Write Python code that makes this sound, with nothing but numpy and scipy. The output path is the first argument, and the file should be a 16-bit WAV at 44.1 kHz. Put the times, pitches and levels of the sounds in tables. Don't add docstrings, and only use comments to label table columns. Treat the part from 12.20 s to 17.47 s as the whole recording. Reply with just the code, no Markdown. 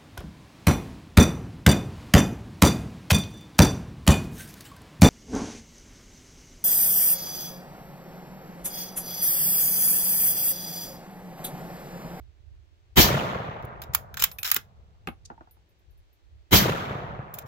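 import sys
import numpy as np
from scipy import signal
from scipy.fft import rfft, irfft, next_fast_len
from scipy.io import wavfile
from scipy.ndimage import map_coordinates

SR = 44100
rng = np.random.default_rng(int(sys.argv[2]) if len(sys.argv) > 2 else 0)


def wav_out(sig):
    wavfile.write(sys.argv[1], SR, np.round(np.clip(np.atleast_2d(sig).T, -1, 1) * 32767).astype(np.int16))


N = 232620


def amp(db):
    return 10 ** (np.asarray(db) / 20)


def unit(x):
    return x / np.sqrt(np.mean(x ** 2) + 1e-20)


def noise(n):
    return rng.standard_normal((2, n))


def decay(t, t60):
    return amp(-60 * t / t60)


def along(points, hz):
    f, v = np.transpose(points)
    return np.interp(np.log(hz + 1), np.log(f + 1), v)


def clock(seconds):
    return np.arange(int(seconds * SR)) / SR


def add(track, s, sound):
    part = track[:, round(s * SR):][:, :sound.shape[-1]]
    part += sound[..., :part.shape[1]]


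def filtered(x, response):
    n = x.shape[-1]
    m = next_fast_len(n + 8192)
    return irfft(rfft(x, m) * response(np.fft.rfftfreq(m, 1 / SR)), m)[..., :n]


def coloured(x, spectrum):
    return unit(filtered(x, lambda hz: amp(along(spectrum, hz))))


def band(x, lo_hz, hi_hz, order=2):
    return signal.sosfilt(signal.butter(order, [lo_hz, hi_hz], 'band', fs=SR, output='sos'), x)


def resonate(x, modes):
    def response(f):
        total = 0
        for k, (centre, width, db) in enumerate(modes):
            damping = 1j * f * width
            total = total + (-1) ** k * amp(db) * damping / (centre * centre - f * f + damping)
        return total
    return filtered(x, response)


def ringing(modes, t, rise, uneven_db):
    tones = 0
    for hz, db, t60 in modes:
        level = amp(db + uneven_db * rng.normal())
        phase = rng.uniform(0, 2 * np.pi) + np.array([[0], [1.2]])
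        tones = tones + level * decay(t, t60) * np.sin(2 * np.pi * hz * t + phase)
    return tones * (1 - np.exp(-t / rise))


def faded(x, gain_db):
    hz, t, z = signal.stft(x, SR, nperseg=256)
    z = z * amp(gain_db(hz[:, None], t))
    return signal.istft(z, SR, nperseg=256)[1][:, :x.shape[-1]]


def scatter(n, uneven_db, count=9000):
    k = count * n // SR
    at = rng.uniform(0, n, k)
    lag = .00025 * SR * np.cos(rng.uniform(0, 2 * np.pi, k))
    sign = rng.choice([-1, 1], k)
    size = sign * amp(uneven_db * np.clip(rng.standard_normal(k), -2, 2.4))
    sides = []
    for side in (-1, 1):
        arrival = np.clip(at + side * lag, 0, n - 1).astype(int)
        sides.append(np.bincount(arrival, size, n))
    return unit(np.array(sides))


def clumps(hz, age, width_hz, length):
    rows, columns = np.broadcast_arrays(hz / width_hz, age / length)
    return map_coordinates(rng.standard_normal((160, 800)), [rows, columns], order=2)


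# start in seconds, roar level in dB, woods level in dB, twig hiss level in dB,
# attack in seconds.
RIFLE_SHOTS = [(0.7581, -12.5, -28.5, -16, .016), (4.3095, -13, -29.5, -17.5, 0.021)]


def shots():
    out = np.zeros((2, N))
    for s, roar_db, woods_db, twigs_db, attack in RIFLE_SHOTS:
        add(out, s, amp(roar_db) * roar(attack))
        add(out, s, pushes(uneven_db=4))
        add(out, s, amp(roar_db - 10) * boom(spread_db=-3, t60=0.45))
        add(out, s, amp(twigs_db) * twigs())
        add(out, s, amp(woods_db) * woods())
        add(out, s, tree_lines())
    return band(out, lo_hz=41.3, hi_hz=21000)


# frequency in Hz, density in dB per Hz.
ROAR_SPECTRUM = [(18, -35), (35, 0), (130, 1.5), (350, -7), (486, -13), (720, -10), (1160, -11.5),
                 (2600, -13.5), (3200, -16), (4800, -19.5), (7200, -19), (8400, -29), (10700, -26.5),
                 (12400, -15), (15400, -15.5), (16100, -24.5)]
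# frequency in Hz, width in Hz, level in dB.
HOUSING_MODES = [(339, 24, 2.5), (715.5, 21, -1), (947, 23, -3.5), (1777, 30, -5), (2060, 100, -9.5),
                 (2370, 35, -9), (2980, 24, -7.5), (3186, 180, -6), (3560, 17, -9), (3900, 76, -7.5)]
# frequency in Hz, time until it starts to die in seconds.
ROAR_HOLD = [(100, 0.027), (700, 0.031), (2000, 0.019), (4500, .045), (14000, 0.078)]
# frequency in Hz, t60 in seconds.
BRUSH_FADE = [(60, .55), (200, 0.23), (700, 0.34), (2000, 0.42), (5000, .245), (14000, .19)]
ONSET_DB, CREST_DB, CREST_S, CREST_WIDTH_S = -25.5, 2.5, 0.037, .02


def roar(attack):
    t = clock(.6)
    overload = amp(2) * decay(np.maximum(t - .03, 0), 0.15)
    front = scatter(len(t), uneven_db=4.5, count=30000) + overload * noise(len(t))
    burst = coloured(front / np.hypot(1, overload), ROAR_SPECTRUM)
    housing = unit(resonate(noise(len(t)), HOUSING_MODES))
    burst = burst + amp(-5.0) * housing

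    def dying_db(hz, age):
        return -60 * np.maximum(age - along(ROAR_HOLD, hz), 0) / along(BRUSH_FADE, hz)
    burst = faded(burst, dying_db)
    onset_db = ONSET_DB * np.maximum(1 - t / attack, 0)
    crest_db = CREST_DB * np.exp(-((t - CREST_S) / CREST_WIDTH_S) ** 2)
    return burst * amp(onset_db + crest_db)


PUSH_DELAY_S, PUSH_GAP_S, PUSH_LENGTH_S = .0205, .0105, .0016
PUSH_DB, PUSH_LOSS_DB, PUSH_GROWS = -4, 3, 1.2


def pushes(uneven_db, count=4):
    out, t = np.zeros((2, SR // 4)), clock(.06)
    for k in range(count):
        u = t / (PUSH_LENGTH_S * PUSH_GROWS ** k)
        size = amp(PUSH_DB - PUSH_LOSS_DB * k + uneven_db * rng.standard_normal((2, 1)))
        wave = (1 - u) * np.exp(-u) * (1 - np.exp(-t / .00019))
        start = PUSH_DELAY_S + PUSH_GAP_S * (k + rng.uniform(-.2, .2))
        add(out, start, size * wave)
    return out


def boom(spread_db, t60):
    t = clock(0.35)
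    mid, side = band(noise(len(t)), 45, 105)
    depth = unit(mid + amp(spread_db) * np.array([side, -side]))
    return depth * np.clip((t - .005) / .015, 0, 1) * decay(t, t60)


# frequency in Hz, density in dB per Hz.
TWIG_SPECTRUM = [(1200, -53.5), (2400, -8), (3300, -0.5), (5500, 1), (7000, -6), (9000, -28)]


def twigs():
    t = clock(.4)
    hiss = coloured(scatter(len(t), uneven_db=1.5, count=20000), TWIG_SPECTRUM)
    arrival = np.clip((t - .04) / 0.0087, 0, 1)
    return hiss * arrival * decay(np.maximum(t - .06, 0), .22)


# frequency in Hz, density in dB per Hz.
WOODS_SPECTRUM = [(18, -45), (30, -19.5), (70, -10.5), (130, -0.5), (200, -2.5), (287, -11), (461, -10),
                  (721, -7.5), (822, -10), (1190, -9.5), (2410, -19.5), (3490, -21), (4780, -31.5),
                  (7090, -34), (8520, -46.5), (13300, -37.5), (16000, -43)]
# frequency in Hz, t60 in seconds.
WOODS_FADE = [(50, 5.5), (130, 0.66), (300, 2.01), (700, 2.81), (1500, 2.28), (3000, 1.25), (5500, 0.9),
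              (9000, 0.68), (14000, 0.73)]


def woods():
    t = clock(3)
    thin = scatter(len(t), uneven_db=1.5, count=4000)
    thick = unit(band(scatter(len(t), uneven_db=3, count=140), 200, 2500, order=1))
    trunks = coloured(thin + amp(-14 - 8 * t) * thick, WOODS_SPECTRUM)
    patchy_db = [(150, 2.5), (500, 4.5), (1800, 4), (5000, 1.5), (12000, 1)]  # (Hz, dB)

    def lumps_db(hz, age):
        return along(patchy_db, hz) * np.exp(-age / .9) * clumps(hz, age, width_hz=450, length=.012)
    trunks = unit(faded(trunks, lumps_db))

    def dying_db(hz, age):
        return -60 * (np.maximum(age, .09) - .27) / along(WOODS_FADE, hz)
    return faded(trunks, dying_db) * np.minimum(t / .095, 1) ** 2


# delay after the shot in seconds, boom level in dB.
TREE_ECHOES = [(.147, -22.5), (.185, -21.5), (.286, -31), (.399, -24), (.443, -27.5), (.53, -27),
               (.682, -26.5), (0.937, -33)]
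BOOM_HZ, SLAP_HZ = 120, 490
SLAP_DB, SLAP_LOSS_DB_PER_S = 10, 23


def pulse(cycles):
    return np.sin(2 * np.pi * cycles) * 2 * cycles * np.exp(1 - 2 * cycles)


def tree_lines():
    back, t = np.zeros((2, 2 * SR)), clock(0.046)
    for delay, db in TREE_ECHOES:
        slap_hz = SLAP_HZ * np.exp(.2 * rng.normal())
        slap = amp(SLAP_DB - SLAP_LOSS_DB_PER_S * delay) * pulse(t * slap_hz)
        add(back, delay, amp(db) * (pulse(t * BOOM_HZ) + slap))
    return back


# frequency in Hz, density in dB per Hz.
STEEL_SPECTRUM = [(180, -55), (300, -4.5), (584, -4), (1340, -2.5), (1970, -27), (2320, 1.5), (2740, -8),
                  (3890, -4), (4520, -12.5), (5900, -9.5), (6960, -7.5), (8360, -25), (11900, -7),
                  (14700, -4), (16000, -7.5)]
# frequency in Hz, width in Hz, level in dB before uneven touches.
RECEIVER_MODES = [(1510, 400, -0.5), (2210, 300, -4.5), (3000, 92, -8.5), (3820, 28, 6.5), (5100, 240, -11),
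                  (5550, 220, -2), (6040, 47, -15.5), (7270, 190, 1.5)]


def steel(n, ringing_db):
    chatter = scatter(n, uneven_db=3, count=14000)
    modes = [(hz, width, db + rng.normal(0, 4)) for hz, width, db in RECEIVER_MODES]
    return unit(coloured(chatter, STEEL_SPECTRUM) + amp(ringing_db) * unit(resonate(chatter, modes)))


# start in seconds, clack level in dB, low weight over the clack in dB,
# sizzle over the clack in dB, t60 in seconds.
BOLT_CONTACTS = [(1.424, -56.5, -6, -3, 0.037), (1.449, -54.5, -8, 9.5, .025), (1.618, -38, -15, 3, 0.039),
                 (1.7478, -17.5, -5.5, 6, 0.024), (1.9414, -38, -4.5, -1, 0.022),
                 (1.9702, -33, -4, -2.5, 0.058), (2.0225, -19, -8.5, 1.5, 0.023),
                 (2.038, -14, -10, 3, 0.032), (2.1146, -42, -13, -4.5, .03),
                 (2.1849, -37, -18.5, -1.5, .035), (2.2303, -26.5, -18.5, 0.5, 0.024),
                 (2.251, -26, -16, -5, 0.037), (2.3144, -13.5, -10.5, 3, .025),
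                 (2.345, -26.5, -24, 14.5, 0.0074), (2.363, -19.5, -6.5, 1, 0.03),
                 (5.1392, -43.5, -14, 11.5, 0.046), (5.186, -39.5, -17, 7.5, 0.029)]
# start in seconds, end in seconds, level in dB.
BOLT_SCRAPES = [(1.626, 1.646, -48), (1.734, 1.754, -38), (1.992, 2.045, -32), (2.24, 2.31, -30.5),
                (2.317, 2.376, -37.5), (5.146, 5.234, -59), (5.258, 5.279, -58)]
CONTACT_RISE_S = 0.00067


def bolt():
    out, t = np.zeros((2, N)), clock(.12)
    for s, db, weight_db, sizzle_db, t60 in BOLT_CONTACTS:
        metal = steel(len(t), ringing_db=-5.5)
        weight = amp(weight_db) * unit(band(metal[0], 950, 1614, order=3))
        clack = unit(band(metal, 1600, 8000, order=3))
        sizzle = amp(sizzle_db) * unit(band(metal, 9570, 17000, order=3))
        sizzle = sizzle * amp([[-2], [2]])
        blow = decay(t, t60) * (1 - np.exp(-t / CONTACT_RISE_S))
        add(out, s, amp(db) * (clack + weight + sizzle) * blow / blow.max())
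    for start, end, db in BOLT_SCRAPES:
        t = clock(end - start)
        flicker = map_coordinates(rng.standard_normal(80), [t * 350])
        scrape = band(steel(len(t), ringing_db=-4.5), 1500, 16500) * amp(3.4 * flicker)
        add(out, start, amp(db) * unit(scrape) * signal.windows.tukey(len(t), .2))
    return out


# start in seconds, level in dB.
CARTRIDGE_CLINKS = [(2.188, -33), (2.2315, -32), (2.252, -30.5)]
# frequency in Hz, level in dB before uneven touches, t60 in seconds.
BRASS_MODES = [(2430, -1, 0.02), (2536, 2, 0.021)]


def cartridge():
    out, t = np.zeros((2, N)), clock(.06)
    for s, db in CARTRIDGE_CLINKS:
        add(out, s, amp(db) * ringing(BRASS_MODES, t, rise=.001, uneven_db=3))
    return out


# start in seconds, knock peak in dB,
# thump peak in dB, slap peak in dB.
STOCK_KNOCKS = [(2.3629, -26, -45, -38.5), (2.8723, -20, -34, -28), (2.8854, -24, -29.5, -44)]
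# frequency in Hz, width in Hz, level in dB.
STOCK_MODES = [(160.3, 55, -5.5), (242, 50, -5.5), (324.7, 65, 1), (480, 66, -3), (796, 160, -1.5),
               (1280, 146, 0), (1660, 270, -7.5), (2196, 300, -6.5), (2600, 440, -6.5), (3430, 900, -14.5)]
# start in seconds, peak in dB.
HOLLOW_TAPS = [(3.1008, -31), (3.114, -37.5), (3.177, -41), (3.208, -36.5), (3.272, -45.5), (3.368, -52)]
# frequency in Hz, width in Hz, level in dB.
HOLLOW_MODES = [(169.6, 135, -3.5), (341, 45, 3), (477, 78, -5.5), (734, 96, 3.5), (910, 57, 7),
                (1400, 380, -6), (1950, 450, -22)]


def peaking(x, db):
    return amp(db) * x / np.abs(x).max()


def stock():
    out, t = np.zeros((2, N)), clock(0.23)

    def touch(t60):
        return scatter(len(t), uneven_db=2.0) * decay(t, t60)
    for s, knock_db, thump_db, slap_db in STOCK_KNOCKS:
        add(out, s, peaking(resonate(touch(t60=0.039), STOCK_MODES), knock_db))
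        add(out, s, peaking(band(touch(t60=0.063), 49, 210), thump_db))
        add(out, s, peaking(band(touch(t60=0.021), 1630, 4900, order=1), slap_db))
    for s, db in HOLLOW_TAPS:
        hollow = resonate(touch(t60=0.033), HOLLOW_MODES)
        add(out, s, peaking(band(hollow, 110, 2950), db))
    return out


# start in seconds, level in dB.
RING_JINGLES = [(2.1151, -38.5), (2.1854, -31.5), (2.8739, -45), (3.31, -52.5), (3.491, -68), (3.5905, -74),
                (3.7074, -66.5), (3.7753, -65), (3.929, -66)]
# frequency in Hz, level in dB before uneven touches, t60 in seconds.
RING_MODES = [(10180, -12.5, 0.17), (13100, -22.5, .12), (14130, 0.5, .11)]
TICK_DB, TICK_T60_S = -11.5, 0.022


def sling_ring():
    out, t = np.zeros((2, N)), clock(.3)
    for s, db in RING_JINGLES:
        tick = amp(TICK_DB) * decay(t, TICK_T60_S) * unit(band(noise(len(t)), 2700, 5300))
        pings = ringing(RING_MODES, t, rise=0.00029, uneven_db=2)
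        add(out, s, amp(db) * (tick + pings))
    return out


SWISH_AT_S, SWISH_LENGTH_S, SWISH_DB = 3.048, 0.021, -44.5


def strap():
    out, t = np.zeros((2, N)), clock(SWISH_LENGTH_S)
    fibres = unit(band(noise(len(t)), 4360, 7400))
    add(out, SWISH_AT_S, amp(SWISH_DB) * fibres * np.hanning(len(t)))
    return out


def clearing(x, wet_db, t60):
    t = clock(0.3)
    tail = noise(len(t)) * decay(t, t60) * (t > .005)
    tail = tail / np.linalg.norm(tail[0])
    tone = [(1000, 3), (6000, -1.5), (14000, -8.5)]  # (Hz, dB)
    tail = filtered(tail, lambda hz: amp(along(tone, hz)))
    return x + amp(wet_db) * signal.fftconvolve(x, tail, axes=1)[:, :N]


# time in seconds, level in dB, left over right in dB.
WIND_LEVELS = [(0, -49.5, -8), (.45, -57.5, -7.5), (.8, -51, 0.5), (2.6, -53, 0.5), (2.8, -59.5, -0.5),
               (3.15, -55.5, -4), (3.5, -64.5, 2), (3.7, -54.5, 7.5), (4, -58.5, -3.5), (5.27, -53.5, -3)]
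# frequency in Hz, density in dB per Hz.
RUMBLE_SPECTRUM = [(15, -30), (25, -9.5), (45, -6.5), (66, 0), (100, -7), (125, -19), (170, -30),
                   (250, -41.5), (500, -120)]
# frequency in Hz, density in dB per Hz.
AIR_SPECTRUM = [(120, -38), (200, -18), (305, -3.5), (380, -2.5), (465, -8), (579, -6), (968, -11.5),
                (3490, -14.5), (7270, -24), (9930, -35), (16000, -32)]


def breeze():
    t = np.arange(N) / SR
    gusts_db = 2.8 * map_coordinates(rng.standard_normal(60), [t * 8])
    times, levels, pans = np.transpose(WIND_LEVELS)
    wind_db = np.interp(t, times, levels)
    pan_db = np.interp(t, times, pans)
    gain = amp(wind_db + gusts_db + np.array([pan_db, -pan_db]) / 2)
    rumble = gain * coloured(noise(N), RUMBLE_SPECTRUM)
    hush = amp(-71.0) * coloured(scatter(N, uneven_db=-2, count=30000), AIR_SPECTRUM)
    return rumble + hush


def scene():
    handling = clearing(bolt() + cartridge() + stock() + strap(), wet_db=-13.5, t60=0.15)
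    return shots() + handling + sling_ring() + breeze()


TOP_HZ = 15950


def record(dry):
    rounded = dry / (1 + np.abs(dry) ** 6) ** (1 / 6)
    return filtered(rounded, lambda hz: 1 / np.sqrt(1 + (hz / TOP_HZ) ** 160))


dry = scene()
out = record(dry)
wav_out(out)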